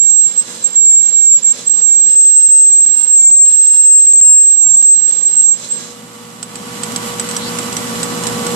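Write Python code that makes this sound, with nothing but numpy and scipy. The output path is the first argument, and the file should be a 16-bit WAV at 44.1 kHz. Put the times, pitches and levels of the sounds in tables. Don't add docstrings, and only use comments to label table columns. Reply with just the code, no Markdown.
import sys
import numpy as np
from scipy import signal
from scipy.fft import rfft, irfft, next_fast_len
from scipy.io import wavfile
from scipy.ndimage import uniform_filter1d, map_coordinates

SR = 44100
rng = np.random.default_rng(int(sys.argv[2]) if len(sys.argv) > 2 else 0)


def transcribe(u):
    v = np.clip(np.atleast_2d(u).T, -1, 1)
    q = np.round(v * 32767).astype(np.int16)
    wavfile.write(sys.argv[1], SR, q)


N = 377055

# frequency in Hz, likeness of left and right (1 same, 0 unrelated, -1 opposite).
LIKENESS = [(60, -0.39), (130, 1), (290, 0.68), (640, 0.48), (1400, -0.1), (3070, 0.18), (6750, -0.088),
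            (14800, 0.3)]
# frequency in Hz, left minus right level in dB.
LEFT_MINUS_RIGHT = [(60, -17), (110, -2), (200, 0), (380, 1.5), (690, -4), (1280, -1.5), (2360, -2.5),
                    (4360, -2), (8040, -7.5), (14800, -20.5)]

# time in seconds, level at the right
# microphone in dB, left minus right level in dB, phase between the microphones in radians.
SQUEAL_LEVEL = [(0, 5.5, -15, 3.86), (.7, 4, -10, 3), (.8, 9.5, -10, 3.88), (1.2, 6.5, -14.5, 3.4),
                (1.35, 10, -8.5, 4.57), (1.5, 0, -6, 3.9), (1.9, 5.5, -12.5, 3.4), (2.1, 2, -6, 3.04),
                (2.3, 6.5, -8.5, 3.05), (2.65, 3.5, -5, 3.22), (3.05, 4, -5.5, 2.27), (3.28, 6.5, -6, 3.75),
                (3.41, 5, -2, 2.06), (3.55, 3.5, -7, 2.63), (4.2, 5, 0, 3.02), (4.3, 12, -2.5, 1.84),
                (4.4, 7.5, -4.5, 2.4), (4.48, 4.5, -7.5, 3), (4.6, 4, -11, 2.2), (4.68, 6, -15.5, 6.4),
                (4.78, 6, -7.5, 2.73), (5.05, 4, -8.5, 3.3), (5.48, 4, -9, 3.63), (5.72, -5, -4, 2.76),
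                (5.83, -34.5, -14.5, 3), (6.0, -73, -10, 3)]
# start in seconds, end in seconds, depth in dB.
SQUEAL_STALLS = [(0.252, 0.349, -19), (0.39, 0.615, -31.5), (0.648, 0.741, -21), (0.99, 1.143, -9),
                 (1.366, 1.417, -33.5), (1.516, 1.644, -37), (1.72, 1.813, -7), (2.868, 3.08, -7),
                 (4.945, 5.35, -7), (5.529, 5.679, -23)]
# time in seconds, pitch in Hz.
SQUEAL_PITCH = [(0.0, 7395), (0.23, 7565), (0.27, 7430), (0.47, 7625), (0.79, 7405), (1.26, 7440),
                (1.39, 7320), (1.44, 7440), (1.83, 7565), (1.91, 7400), (1.98, 7500), (2.33, 7555),
                (2.85, 7515), (3.07, 7580), (3.2, 7455), (3.59, 7555), (4.21, 7500), (4.25, 7560),
                (4.63, 7495), (5.41, 7560), (5.47, 7465), (5.79, 7570)]
SQUEAL_FLUTTER = [(110, .27), (240, .14), (600, .045)]
# time of the
# snap in seconds, level change before it in dB, phase kick in radians.
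CHIP_BREAKS = [(.375, -13, 0.34), (1.442, -16, 0.24), (1.693, -60, .3), (2.799, -2, 2.2), (2.86, -19, 6.2),
               (3.369, 5, 0.89), (3.951, -2, 1.4), (4.003, 7, 0.67), (4.067, -11, 0.55), (4.133, -25, 1.2),
               (4.156, -10, 1.6), (4.21, -19, 2.8), (4.824, -25, 0.25), (5.12, -60, 0.28)]

# time in seconds, level of the hiss in dB.
FEED_LEVEL = [(0, -34.5), (1.2, -34.5), (1.7, -33), (2.2, -33.5), (2.9, -36), (3.4, -34.5), (4.3, -35),
              (4.7, -36), (5.1, -34), (5.6, -36), (5.8, -34.5), (5.92, -40), (6.02, -59), (6.3, -82)]
# frequency in Hz, relative level in dB per Hz.
CUT_COLOUR = [(820, -27), (1400, -99), (1620, -9.5), (2590, -7.5), (3910, -3.5), (4660, -4.5), (5780, -2.5),
              (7030, 0.5), (7600, 6), (8060, -4.5), (14500, -87)]
# frequency in Hz, width in Hz, relative level in dB.
TOOL_MODES = [(1644, 5.4, 6), (2945, 55, -11), (3462, 48, -1.5), (3960, 38, 4), (4256, 110, -4.5),
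              (5070, 69, 0), (6550, 300, -2.5), (9570, 130, -5.5)]
# frequency in Hz, width in Hz, relative level in dB.
TAILSTOCK_MODES = [(173, 10, 4.5), (332, 40, -2.5), (533, 122, -2)]

# time in seconds, rumble level in dB.
HEADSTOCK_LEVEL = [(0, -49), (.55, -43), (1.1, -48.5), (1.6, -43.5), (2.3, -50), (2.95, -47), (3.6, -50.5),
                   (4.6, -48), (5.3, -46.5), (5.8, -41), (6.3, -40.5), (7.0, -41.5), (7.8, -41),
                   (8.55, -38.5)]
# frequency in Hz, relative level in dB.
GEAR_TONES = [(120.1, -42.5), (172, -40.5), (226.5, -39), (239.5, -42), (253, -60), (480.1, -34.5),
              (600, -48.5), (705.9, -50), (783.7, -46), (834.8, -72), (1017, -48.5), (1137.1, -39.5),
              (1257.1, -47.5)]
# frequency in Hz, relative level in dB per Hz.
RUMBLE_COLOUR = [(25, -27), (76, -16), (110, -7.5), (140, -8.5), (165, -0.5), (215, 4), (250, 5.5),
                 (280, -4), (450, -6.5), (530, -4), (630, -14), (950, -9.5), (1500, -17.5), (3000, -43)]
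# frequency in Hz, relative level in dB per Hz.
RUSH_COLOUR = [(410, -37), (700, -2), (836, -3), (949, 0), (1080, -4), (1160, 2), (1440, -2), (2680, -4.5),
               (3010, -4.5), (6360, -6.5), (7890, -2), (9790, -14), (11400, -12.5), (13800, -30.5),
               (14500, -23.5)]
# frequency in Hz, width in Hz, relative level in dB.
GUARD_MODES = [(974, 35, 8), (1245, 25, 1), (2945, 41, 7.5), (3220, 330, -7.5), (4000, 200, -2),
               (6660, 200, -5), (7560, 110, -7), (11150, 140, -21)]

# time in seconds, strength in dB, the chip's own ring in Hz.
CHIP_STRIKES = [(6.428, -15.5, 8440), (6.556, -22, 8320), (6.834, -20.5, 8160), (6.92, -32, 7200),
                (6.9612, -20.5, 7960), (7.197, -20.5, 8000), (7.289, -26.5, 8280), (7.312, -27, 7200),
                (7.3656, -21.5, 5700), (7.587, -22, 1350), (7.727, -28.5, 7800), (7.767, -23, 5800),
                (8.031, -23.5, 9100), (8.237, -28, 8250), (8.2688, -23, 9300), (8.4663, -25.5, 7830)]
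# frequency in Hz, relative level in dB, time to fall by 60 dB in seconds.
STEEL_MODES = [(1430, -4.5, .04), (3140, -6, 0.049), (4380, -18, .04), (5900, -12, 0.023),
               (7270, -0.5, 0.059), (7420, -10.5, 0.057), (7990, 0, 0.076), (8300, -3.5, 0.056)]
# time in seconds, pitch in Hz, level in dB.
CHIP_SCRAPE = [(7.36, 3220, -90), (7.39, 3490, -46), (7.44, 3940, -40), (7.49, 4800, -40),
               (7.53, 4800, -90)]

FALL_S, REGROW_S = 0.049, 0.035
STALL_BALANCE_DB, STALL_SHIFT_DB = -11.5, 5
TURN_WANDER_RAD = 0.31
SWELL_DB, SWELL_GROWS = -47, 1.6
RUSH_DB = -40.5
TONES_DB = 32
LIMIT_KNEE_DB, LIMIT_SLOPE, LIMIT_S = -18.5, .14, 0.13
CEILING, CONVERTER_HZ, TOP_HZ = .745, 48000, 14650
LOUD, HOLD_S, RISE_DB_PER_S, CREEP_FROM_DB, CREEP_DB_PER_S = .15, 0.64, 19.5, 9.5, 2


def amp(db):
    return 10 ** (np.asarray(db) / 20)


def along(points, hz):
    f, v = np.transpose(points)
    return np.interp(np.log(hz + 1), np.log(f + 1), v)


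def curves(rows):
    s, *cols = np.transpose(rows)
    return [np.interp(np.arange(N) / SR, s, c) for c in cols]


def wobble(rate):
    points = rng.standard_normal(int(N * rate / SR) + 4)
    return map_coordinates(points, [np.arange(N) * rate / SR])


def filtered(x, response):
    m = next_fast_len(N + SR // 2)
    hz = np.fft.rfftfreq(m, 1 / SR)
    return irfft(rfft(x, m) * response(hz), m)[..., :N]


def resonances(modes, f):
    total = 0
    for k, (centre, width, db) in enumerate(modes):
        damping = 1j * f * width
        total = total + (-1) ** k * amp(db) * damping / (centre * centre - f * f + damping)
    return total


def half_apart(hz):
    return np.arccos(np.clip(along(LIKENESS, hz), -1, 1)) / 2


def placed(x):
    return filtered(x, lambda hz: amp(np.array([[.5], [-.5]]) * along(LEFT_MINUS_RIGHT, hz)))


def noise(colour):
    def split(hz):
        return colour(hz) * np.array([np.cos(half_apart(hz)), np.sin(half_apart(hz))])

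    mid, side = filtered(rng.standard_normal((2, N)), split)
    pair = placed(np.array([mid + side, mid - side]))
    return pair / np.std(pair.mean(axis=0))


def squeal_course():
    t = np.arange(N) / SR
    free_db, balance_db, turn = curves(SQUEAL_LEVEL)
    stall_db = np.zeros(N)
    for start, end, depth in SQUEAL_STALLS:
        falling = (t - start) / FALL_S
        regrowing = 1 - (t - end) / REGROW_S
        stall_db += depth * np.clip(np.minimum(falling, regrowing), 0, 1)
    stalled = np.clip(-stall_db / STALL_SHIFT_DB, 0, 1)
    right_db = free_db + stall_db
    left_db = right_db + balance_db + stalled * (STALL_BALANCE_DB - balance_db)
    return left_db, right_db, turn


def squeal(left_db, right_db, turn, jitter_hz, lock, dip_s, kick_s):
    t = np.arange(N) / SR
    loose = np.interp(right_db, [-10, 5, 14], [1, .9, lock])
    pitch = curves(SQUEAL_PITCH)[0] + loose * (jitter_hz * wobble(45) + 16 * wobble(14))
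    phase = 2 * np.pi * np.cumsum(pitch) / SR
    turn = turn + TURN_WANDER_RAD * (loose * wobble(20) + 0.73 * wobble(70))

    def shake(rate):
        return loose * (wobble(rate) + 1j * wobble(rate))

    flutter = 1 + sum(depth * shake(rate) for rate, depth in SQUEAL_FLUTTER)
    swing = amp(1.93 * loose * wobble(90) + .8 * loose * wobble(22)) * flutter
    for s, dip_db, kick in CHIP_BREAKS:
        swing *= amp(np.interp(t - s, [-2 * dip_s, -dip_s, -.002, .003], [0, dip_db, dip_db, 0]))
        turn = turn - np.interp(t - s, [-.001, .003, kick_s], [0, kick, 0])
    left = amp(left_db + 3.3 * loose * wobble(30)) * (1 + 0.33 * shake(90)) * np.exp(1j * turn)
    right = amp(right_db) * (1 + .2 * shake(130))
    return np.real(np.array([left, right]) * swing * np.exp(1j * phase))


def cutting(ring_db, groan_db, grain_db):
    hiss = noise(lambda hz: amp(along(CUT_COLOUR, hz)))
    ring = amp(ring_db) * noise(lambda hz: resonances(TOOL_MODES, hz))
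    groan = amp(groan_db + wobble(6.9)) * noise(lambda hz: resonances(TAILSTOCK_MODES, hz))
    level_db = curves(FEED_LEVEL)[0] + 1.3 * wobble(24.95) + grain_db * wobble(400)
    return (hiss + ring + groan) * amp(level_db)


def swelling_rumble(squeal_db):
    colour = [(25, -31), (60, -4.5), (120, -8), (260, -32), (900, -87)]  # Hz, relative dB per Hz
    rumble = noise(lambda hz: amp(along(colour, hz)))
    return amp(SWELL_DB + SWELL_GROWS * squeal_db) * rumble


def headstock(waver_rad):
    t = np.arange(N) / SR
    tones = np.zeros((2, N))
    for hz, db in GEAR_TONES:
        phase = 2 * np.pi * (hz * t + rng.random()) + waver_rad * wobble(5.2)
        apart = half_apart(hz)
        tones += amp(db + 1.4 * wobble(12)) * np.sqrt(2) * np.sin([phase + apart, phase - apart])
    rumble = noise(lambda hz: amp(along(RUMBLE_COLOUR, hz)))
    return amp(curves(HEADSTOCK_LEVEL)[0]) * (rumble + amp(TONES_DB) * placed(tones))


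def walls(hz, strength, count=8):
    delays = rng.uniform(.001, .015, count)
    return 1 + strength * sum(np.exp(-2j * np.pi * hz * d) for d in delays)


def coolant(guard_db, spatter_db):
    rush = noise(lambda hz: amp(along(RUSH_COLOUR, hz)) * walls(hz, strength=0.15))
    guard = amp(guard_db) * noise(lambda hz: resonances(GUARD_MODES, hz))
    return amp(RUSH_DB + 0.57 * wobble(14) + spatter_db * wobble(600)) * (rush + guard)


def chips(ring_db, own_db, crack_db, crack_t60):
    t = np.arange(SR // 6) / SR
    out = np.zeros((2, N + len(t)))
    hz, mode_db, t60 = np.transpose(STEEL_MODES)[:, :, None]
    for s, db, own_hz in CHIP_STRIKES:
        strength = amp(mode_db + 2 * rng.standard_normal(hz.shape) - 60 * t / t60)
        start_turns = rng.random((2, len(hz), 1))
        ring = (strength * np.sin(2 * np.pi * (hz * t + start_turns))).sum(axis=1)
        own = amp(own_db - 60 * t / 0.028) * np.sin(2 * np.pi * own_hz * t)
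        crack = amp(crack_db - 60 * t / crack_t60) * rng.standard_normal((2, len(t)))
        first = round(s * SR)
        out[:, first:first + len(t)] += amp(db) * (amp(ring_db) * ring + own + crack)
    colour = [(500, -4), (1300, 1.0), (8500, 7.0), (11000, -16)]  # Hz, dB
    return placed(filtered(out[:, :N], lambda hz: amp(along(colour, hz))))


def scrape(width_hz):
    pitch, db = curves(CHIP_SCRAPE)
    rub = np.array([wobble(width_hz) + 1j * wobble(width_hz) for _ in range(2)])
    return amp(db) * np.real(rub * np.exp(2j * np.pi * np.cumsum(pitch) / SR))


def scene():
    left_db, right_db, turn = squeal_course()
    drill = squeal(left_db, right_db, turn, jitter_hz=11, lock=0.42, dip_s=0.0032, kick_s=0.011)
    cut = cutting(ring_db=-3.5, groan_db=-9.0, grain_db=0.5)
    machine = headstock(waver_rad=0.25) + coolant(guard_db=-10.0, spatter_db=1.0)
    swarf = chips(ring_db=-15, own_db=-12.0, crack_db=-5, crack_t60=0.032) + scrape(width_hz=1400)
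    return drill + cut + swelling_rumble(left_db) + machine + swarf


def limiter(x):
    power = uniform_filter1d((x ** 2).max(axis=0), max(int(LIMIT_S * SR), 1))
    level_db = 10 * np.log10(2 * np.abs(power) + 1e-12)
    return x * amp(-LIMIT_SLOPE * np.maximum(level_db - LIMIT_KNEE_DB, 0))


def overload(x, top, leak_db):
    fast = signal.resample_poly(x, 4 * CONVERTER_HZ, SR, axis=1)
    clipped = np.clip(fast, -top, top)
    sampled = signal.resample_poly(clipped, 1, 4, axis=1, window=("kaiser", 8))
    folded = clipped[:, ::4] - sampled
    return signal.resample_poly(sampled + amp(leak_db) * folded, SR, CONVERTER_HZ, axis=1)[:, :N]


def gain_control(x):
    t = np.arange(N) / SR
    level = uniform_filter1d(np.abs(x).max(axis=0), size=441)
    last_loud = np.maximum.accumulate(t * (level > LOUD))
    free_s = np.maximum(t - last_loud - HOLD_S, 0)
    fast_db = RISE_DB_PER_S * free_s
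    slow_db = CREEP_FROM_DB + CREEP_DB_PER_S * free_s
    return x * amp(np.minimum(fast_db, slow_db))


def record(dry):
    clipped = overload(limiter(dry), CEILING, leak_db=-14.5)
    return filtered(gain_control(clipped), lambda hz: hz < TOP_HZ)


dry = scene()
out = record(dry)
transcribe(out)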